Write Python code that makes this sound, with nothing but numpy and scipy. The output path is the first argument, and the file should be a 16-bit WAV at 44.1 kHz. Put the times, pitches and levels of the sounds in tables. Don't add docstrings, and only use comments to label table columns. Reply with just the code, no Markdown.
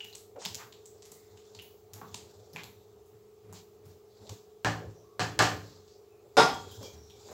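import sys
import numpy as np
from scipy import signal
from scipy.fft import rfft, irfft, next_fast_len
from scipy.io import wavfile
from scipy.ndimage import uniform_filter1d, map_coordinates

SR = 44100
rng = np.random.default_rng(int(sys.argv[2]) if len(sys.argv) > 2 else 0)


def int16_out(signal):
    q = np.round(np.clip(np.atleast_2d(signal).T, -1, 1) * 32767)
    wavfile.write(sys.argv[1], SR, q.astype(np.int16))


N = 323233

# f/Hz, t60/s
WALL_DECAY = [(100, 0.71), (400, 0.36), (1500, 0.39), (5000, 0.35), (10000, 0.35), (16000, 0.82)]
# nominal delay/s, level/dB
NEAR_ECHOES = [(.0021, -2), (.0043, -12.5), (.0068, 1), (0.0126, -17)]
# f/Hz, level/dB
ROOM_SPECTRUM = [(25, -38), (60, -5.5), (99, -3), (135, -10), (204, -22), (260, -19), (350, -14),
                 (430, -2.5), (553, -18), (744, -14.5), (1000, -22), (1210, -18.5), (1500, -30),
                 (7540, -31), (9100, -40), (15600, -31)]
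# f/Hz, level/dB
SIDE_SPECTRUM = [(500, -39.5), (2000, -7), (6000, 3), (8500, 5), (16000, -4)]
# shaft order, rms level/dB
MOTOR_ORDERS = [(8, -76), (12, -82), (14, -72), (16, -63), (17, -60.5), (18, -72), (29, -80)]
# t/s, f/Hz
MOTOR_PITCH = [(0, 430), (2.0, 430), (4.5, 428.5), (7.33, 427)]
# t/s, level/dB, f/Hz
BUMPS = [(0.479, -44.5, 104.7), (0.618, -47, 114), (1.099, -49, 153), (1.547, -45.5, 105),
         (1.92, -40.5, 103.4), (2.532, -36, 160.6), (2.697, -53, 114), (3.123, -50, 112), (3.429, -45, 106),
         (3.484, -40, 97.6), (3.828, -42, 93), (4.207, -43, 213), (5.657, -44, 93.3), (6.801, -36, 269),
         (6.919, -39.5, 77)]
# t/s, rustle/dB, rumble/dB
RUSTLE_RUMBLE_LEVELS = [(0.0, -61.5, -64), (0.2, -68, -64), (0.4, -98, -67), (0.57, -65.5, -53.5),
                        (0.68, -75, -63.5), (1.6, -67, -64.5), (1.95, -83, -59), (2.1, -64.5, -58.5),
                        (2.65, -71, -57.5), (3.2, -85, -69), (4.1, -79, -65), (4.27, -65, -56),
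                        (4.319, -60.5, -40), (4.6, -86, -112), (4.8, -72, -44), (5.2, -83, -67),
                        (5.45, -64.5, -33), (5.72, -64, -57.5), (6.2, -90, -67.5), (6.53, -54.5, -49.5),
                        (6.88, -59.5, -53), (7.03, -71, -72), (7.33, -56.5, -48)]
# f/Hz, level/dB
RUSTLE_SPECTRUM = [(600, -42), (1500, 0), (2500, -24.5), (3500, 3), (5500, 1), (7500, 2), (9000, -18.5),
                   (12000, -12.5), (16000, -15.5)]
RASP_SPECTRUM = [(400, -24.0), (800, 3.0), (1600, -16.5), (2600, -12), (5000, -38.5)]
RUMBLE_SPECTRUM = [(30, -20.5), (60, -10), (105, 11.5), (135, -17), (180, -8), (260, -12.5), (450, -4),
                   (900, -18.5), (1600, -61.5)]
# t/s, length/s, f/Hz, sharpness Q, level/dB
SCRAPES = [(0.349, 0.045, 470, 2.6, -45.5), (0.385, 0.15, 5850, 0.39, -49), (0.431, .05, 5500, 0.45, -46),
           (0.578, 0.074, 1270, 0.52, -50.5), (0.992, 0.34, 2000, 5.6, -73.5),
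           (1.955, 0.054, 870, 0.66, -59), (2.136, 0.062, 7300, 2.5, -54.5),
           (2.567, 0.06, 1580, 0.21, -47.5), (3.533, 0.075, 4700, 0.27, -54), (3.887, 0.064, 5540, .8, -67),
           (4.074, 0.25, 4440, 2.7, -70.5), (4.932, .13, 5840, 6.7, -70), (5.03, 0.13, 1134, 12, -65),
           (5.615, 0.19, 4570, 2.4, -62), (5.881, 0.11, 5040, 2.5, -66.5), (6.08, 0.18, 2520, 7.2, -78.5),
           (6.702, 0.046, 3260, 14, -60), (6.816, 0.097, 3270, 9.8, -57), (6.826, 0.1, 2350, 23, -63),
           (6.819, 0.067, 5300, 1.9, -49.5), (6.902, 0.26, 5640, 14, -63.5), (7.091, 0.13, 2356, 18, -74.5)]
# t/s, level/dB, click f/Hz, sharpness Q, weight/dB, thin top/dB
CONTACTS = [(0.005, -33.5, 2896, 29, -12, -22), (0.045, -40.5, 3130, 3.3, -5, 0.5),
            (0.128, -40, 4160, 8.7, -3, -15), (0.152, -30.5, 8000, 6.9, -19, -17),
            (0.167, -67, 7400, 4.5, -8, 18), (0.361, -46.5, 750, 8.8, 5, -23),
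            (0.418, -37.5, 760, 0.75, -16, -37), (0.452, -22.5, 3540, 2.7, -5, -8),
            (0.459, -28.5, 4960, 9.8, 4.5, -11.5), (0.546, -27.5, 5340, 2.1, -32, -4.5),
            (0.6, -44, 1150, 2.9, -9, -22), (0.725, -41.5, 3750, 2.5, -1, -19),
            (0.857, -40.5, 7700, 8.9, -14, -7.5), (1.023, -41.5, 7150, 3, -4, -24.5),
            (1.054, -45.5, 6960, 2.2, -13, 1), (1.118, -38.5, 7700, 5.7, -5, -0.5),
            (1.373, -49.5, 3700, 1.7, -5, -17), (1.452, -57, 6040, 17, -3, -18),
            (1.549, -40, 4540, 3.4, -1, -12), (1.59, -37, 2940, 11.6, -10, -12.5),
            (1.621, -49, 2850, 1.7, 5, 8), (1.935, -37, 6950, 2.2, -19, 1.5),
            (2.015, -43, 1100, 13, 18.5, -32), (2.144, -29, 5300, 1.1, 3, -14),
            (2.533, -46, 5510, 7.7, -9, 5.5), (2.561, -30, 2370, 6.7, 4.5, -16),
            (2.635, -36, 3800, 2.6, 6, -5.5), (3.059, -64.5, 7000, 5, 0, 4.5),
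            (3.527, -43.5, 7150, 6.6, 13.5, -0.5), (3.855, -59, 5600, 2.8, 4, 9),
            (4.269, -46, 4230, 7.3, -5, -25), (4.294, -36.5, 5060, 0.65, 7.5, -7),
            (4.9, -56.5, 6000, 3.6, -5, -15), (5.879, -52, 4990, 3.1, -15, -26.5),
            (6.714, -49, 3270, 15, 2, 3), (6.811, -51.5, 565, 16, 1, -20),
            (6.83, -41.5, 5550, 7.3, 11, -0.5), (7.1, -47, 3440, 6, -1.5, -12),
            (7.287, -45.5, 690, 5.6, -2, -30), (7.312, -42, 630, 5.2, -6, -7)]
# t/s, level/dB, brightness/dB, thud/dB
CLATTER_HITS = [(6.369, -9.5, 0.5, -3), (6.376, -11, 4.5, -7.5), (6.387, -21, 3.5, -24),
                (6.398, -15, 5.5, -19)]
# f/Hz, level/dB, t60/s
CLATTER_MODES = [(446, 1.5, 0.27), (566, 12, 0.044), (742, 0.5, 0.36), (788, 3, 0.41), (875, -6, 0.4),
                 (931, 1.5, 0.42), (990, -10.5, 0.22), (1162, -5, 0.45), (1405, 2.5, 0.39),
                 (1568, -9.5, 0.29), (3290, -16, 0.6), (3570, -8.5, 0.34), (3830, -13, 0.3),
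                 (5120, -9, 0.4)]
# f/Hz, level/dB
CLATTER_SPECTRUM = [(29, -67), (50, -17.5), (113, -11.5), (404, -7), (434, -5), (489, -10), (668, -8.5),
                    (718, -11.5), (1050, -7.5), (1440, -14), (2900, -20.5), (3500, -23), (5140, -18),
                    (15500, -46.5)]
# t/s, level/dB, brightness/dB, thud/dB
RIM_HITS = [(4.647, -16.5, -6, -3.5), (5.195, -18.5, -2.5, -5), (5.391, -10, -3.5, -8.5),
            (5.424, -19.5, 0, -12)]
# f/Hz, level/dB, t60/s
RIM_MODES = [(110.7, 7, 0.65), (166, 2.5, 0.68), (296, -2.5, 0.55), (620, -11, 0.28), (737, -1, 0.37),
             (780, -0.5, 0.33), (1189, -3.5, 0.34), (1056, -8, 0.44), (1650, 7, 0.16), (1745, -0.5, 0.31),
             (2910, -9.5, 0.24), (3350, -18, 0.19), (4107, -2.5, .25)]
# f/Hz, level/dB
RIM_SPECTRUM = [(29, -74), (50, -8.5), (103, -1.5), (250, -8.5), (771, -8), (1400, -10), (1700, -5.5),
                (2000, -13.5), (3200, -12), (3750, -16), (4150, -10.5), (7730, -14.5), (8920, -27.5),
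                (15500, -32)]


def amp(db):
    return 10 ** (np.asarray(db) / 20)


def unit_rms(x):
    return x / np.sqrt(np.mean(x ** 2) + 1e-20)


def along(points, hz):
    f, v = np.transpose(points)
    return np.interp(np.log(hz + 1), np.log(f + 1), v)


def wobble(rate):
    return map_coordinates(rng.standard_normal(int(N * rate / SR) + 4), [np.arange(N) * rate / SR])


def pulse(t, rise_s=0.00002):
    u = t / rise_s
    return u * np.exp(1 - u)


def filtered(x, response):
    n = x.shape[-1]
    padded = next_fast_len(n + 8192)
    return irfft(rfft(x, padded) * response(np.fft.rfftfreq(padded, 1 / SR)), padded)[..., :n]


def minimum_phase(points):
    def response(hz):
        cepstrum = irfft(np.log(amp(np.maximum(along(points, hz), -70))))
        half = len(cepstrum) // 2
        cepstrum[1:half] *= 2
        cepstrum[half + 1:] = 0
        return np.exp(rfft(cepstrum))
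    return response


def band(f, hz, q):
    return 1j * f * hz / q / (hz * hz - f * f + 1j * f * hz / q)


def lowpass(f, hz, slope):
    return 1 / (1 + (f / hz) ** slope)


def noise(spectrum, patchy_db):
    cells = signal.stft(rng.standard_normal(N + SR), nperseg=512)[2]
    patches = uniform_filter1d(rng.standard_normal(cells.shape), size=6, axis=0)
    patches = uniform_filter1d(patches, size=10, axis=1)
    patchy = signal.istft(cells * amp(patchy_db * unit_rms(patches)), nperseg=512)[1][:N]
    return unit_rms(filtered(patchy, lambda hz: amp(along(spectrum, hz))))


def walls(source, room_db, build_s):
    n = len(source)
    hz, t, cells = signal.stft(rng.standard_normal(n), SR, nperseg=256)
    decay = amp(-60 * t / along(WALL_DECAY, hz)[:, None])
    tail = signal.istft(cells * decay, SR, nperseg=256)[1][:n]
    tail *= 1 - np.exp(-np.arange(n) / SR / build_s)
    return amp(room_db) * signal.fftconvolve(source, tail / np.linalg.norm(tail))[:n]


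def room_tone():
    return amp(-63) * noise(ROOM_SPECTRUM, patchy_db=1.5)


def motor():
    times, hz = np.transpose(MOTOR_PITCH)
    shaft_hz = np.interp(np.arange(N) / SR, times, hz) / 17
    angle = 2 * np.pi * np.cumsum(shaft_hz) / SR
    hum = np.zeros(N)
    for order, db in MOTOR_ORDERS:
        level = np.sqrt(2) * amp(db + 1.3 * wobble(4))
        hum += level * np.sin(order * angle + 0.2 * wobble(4) + rng.uniform(0, 2 * np.pi))
    return hum


def stove_bumps(t60_cycles=38):
    out, t = np.zeros(N + SR), np.arange(SR // 2) / SR
    for start, db, hz in BUMPS:
        grit = unit_rms(filtered(rng.standard_normal(len(t)), lambda f: band(f, 1.53 * hz, q=1.5)))
        ring = np.sin(2 * np.pi * hz * t) + 0.43 * grit
        envelope = amp(db - 60 * t * hz / t60_cycles) * (1 - np.exp(-t / 0.035))
        out[round(start * SR):][:len(t)] += envelope * ring
    return out[:N]


def rustle_and_rumble():
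    times, *levels = np.transpose(RUSTLE_RUMBLE_LEVELS)
    rustle_db, rumble_db = (np.interp(np.arange(N) / SR, times, db) for db in levels)
    grain_db, lumps_db = 1.5 * wobble(70), 2.5 * wobble(18)
    rustle = amp(rustle_db + grain_db) * noise(RUSTLE_SPECTRUM, patchy_db=2)
    rasp = amp(rustle_db - 7) * noise(RASP_SPECTRUM, patchy_db=4)
    rumble = amp(rumble_db + lumps_db) * noise(RUMBLE_SPECTRUM, patchy_db=4)
    return rustle + rasp + rumble


def edge_scrapes(rise_share=0.19):
    out = np.zeros(N + SR)
    for start, length, hz, q, db in SCRAPES:
        progress = np.arange(SR) / SR / length
        top_hz = max(8200, 1.44 * hz)
        mode = lambda f: band(f, hz, max(q, 0.5)) ** 2 * lowpass(f, top_hz, slope=16)
        hiss = unit_rms(filtered(rng.standard_normal(SR), mode))
        stroke = hiss * (1 - np.exp(-progress / rise_share)) * np.exp(-progress ** 3)
        out[round(start * SR):][:SR] += amp(db) * (stroke + walls(stroke, room_db=-5, build_s=0.0019))
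    return out[:N]


def contact_body(f, q, weight_db, top_db):
    snap_db = 5 - 2 * q
    snap = 1.9 * amp(snap_db) * band(f, 3130, q=1) * band(f, 7240, q=5.6) * lowpass(f, 8200, slope=24)
    knock = amp(weight_db - 1.5) * band(f, 900, q=1.9) ** 2
    thud = amp(weight_db + 2.5) * band(f, 183, q=1.68) ** 2
    top = amp(top_db) * band(f, 8500, q=0.35) / (1 + (9500 / (f + 1)) ** 12)
    return snap + knock + thud + top


def spatula_ticks():
    out, t = np.zeros(N + SR), np.arange(SR * 3 // 4) / SR
    for start, db, hz, q, weight_db, top_db in CONTACTS:
        push = pulse(t) + 0.15 * amp(-60 * t / 0.002) * rng.standard_normal(len(t))
        mode = lambda f: band(f, hz, max(q, 1)) * band(f, hz, q=0.067) * lowpass(f, 8300, slope=16)
        click = filtered(push, mode)
        body = filtered(push, lambda f: contact_body(f, q, weight_db, top_db))
        contact = click / np.abs(click).max() + 3.93 * body
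        echoes = np.zeros(len(t))
        for delay, echo_db in NEAR_ECHOES:
            gain = amp(echo_db + rng.normal(0, 1.1))
            echoes += gain * np.roll(contact, round(delay * rng.uniform(0.44, 1.1) * SR))
        room_db = 5.5 - 0.28 * (db + 34.5)
        room = walls(contact, room_db, build_s=0.0063)
        out[round(start * SR):][:len(t)] += amp(db) * (contact + echoes + room)
    return out[:N]


def ringing(modes, t):
    ring = np.zeros(len(t))
    for hz, db, t60 in modes:
        knot_rate, depth = 40 + hz / 25, 0.68 * min(hz / 700, 1)
        real, imag = (map_coordinates(k, [t * knot_rate], order=1) for k in rng.standard_normal((2, 200)))
        waver = 1 + depth * (real + 1j * imag)
        ring += amp(db - 60 * t / t60) * np.imag(np.exp(2j * np.pi * hz * t) * waver)
    return ring


def blows(hits, modes, spectrum, crack_db, ring_db, room_db, build_s, crack_t60_s=0.014):
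    out, t = np.zeros(N + SR), np.arange(SR * 3 // 4) / SR
    colour = minimum_phase(spectrum)
    for start, db, bright_db, thud_db in hits:
        ring = amp(ring_db) * ringing(modes, t) * (1 - np.exp(-t / build_s))
        crack = filtered(amp(-60 * t / crack_t60_s) * rng.standard_normal(len(t)), colour)
        crack *= amp(crack_db) / np.abs(crack).max()
        push = filtered(pulse(t), colour)
        room = walls(push / np.linalg.norm(push), room_db, build_s)
        tilt = minimum_phase([(150, thud_db), (400, 0.0073), (1800, 0.0033), (4000, bright_db)])
        out[round(start * SR):][:len(t)] += amp(db) * filtered(crack + ring + room, tilt)
    return out[:N]


def spatula_clatter():
    return blows(CLATTER_HITS, CLATTER_MODES, CLATTER_SPECTRUM,
                 crack_db=-5, ring_db=-15, room_db=22.5, build_s=0.0044)


def rim_knocks():
    return blows(RIM_HITS, RIM_MODES, RIM_SPECTRUM,
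                 crack_db=3.5, ring_db=-17, room_db=24.5, build_s=0.0052)


def scene():
    mid = spatula_ticks() + stove_bumps() + edge_scrapes() + rustle_and_rumble() + motor() + room_tone()
    mid += rim_knocks() + spatula_clatter()
    side = amp(-86.5) * noise(SIDE_SPECTRUM, patchy_db=-2)
    return np.array([mid + side, mid - side])


def record(dry):
    low_cut_hz, shelf_hz, limit_hz = 45, 15800, 16963
    bass = lambda hz: (1j * hz / (low_cut_hz + 1j * hz)) ** 2
    treble = lambda hz: np.where(hz < shelf_hz, 1, amp(-20.5)) * (hz < limit_hz)
    return filtered(dry, lambda hz: bass(hz) * treble(hz))


dry = scene()
out = record(dry)
int16_out(out)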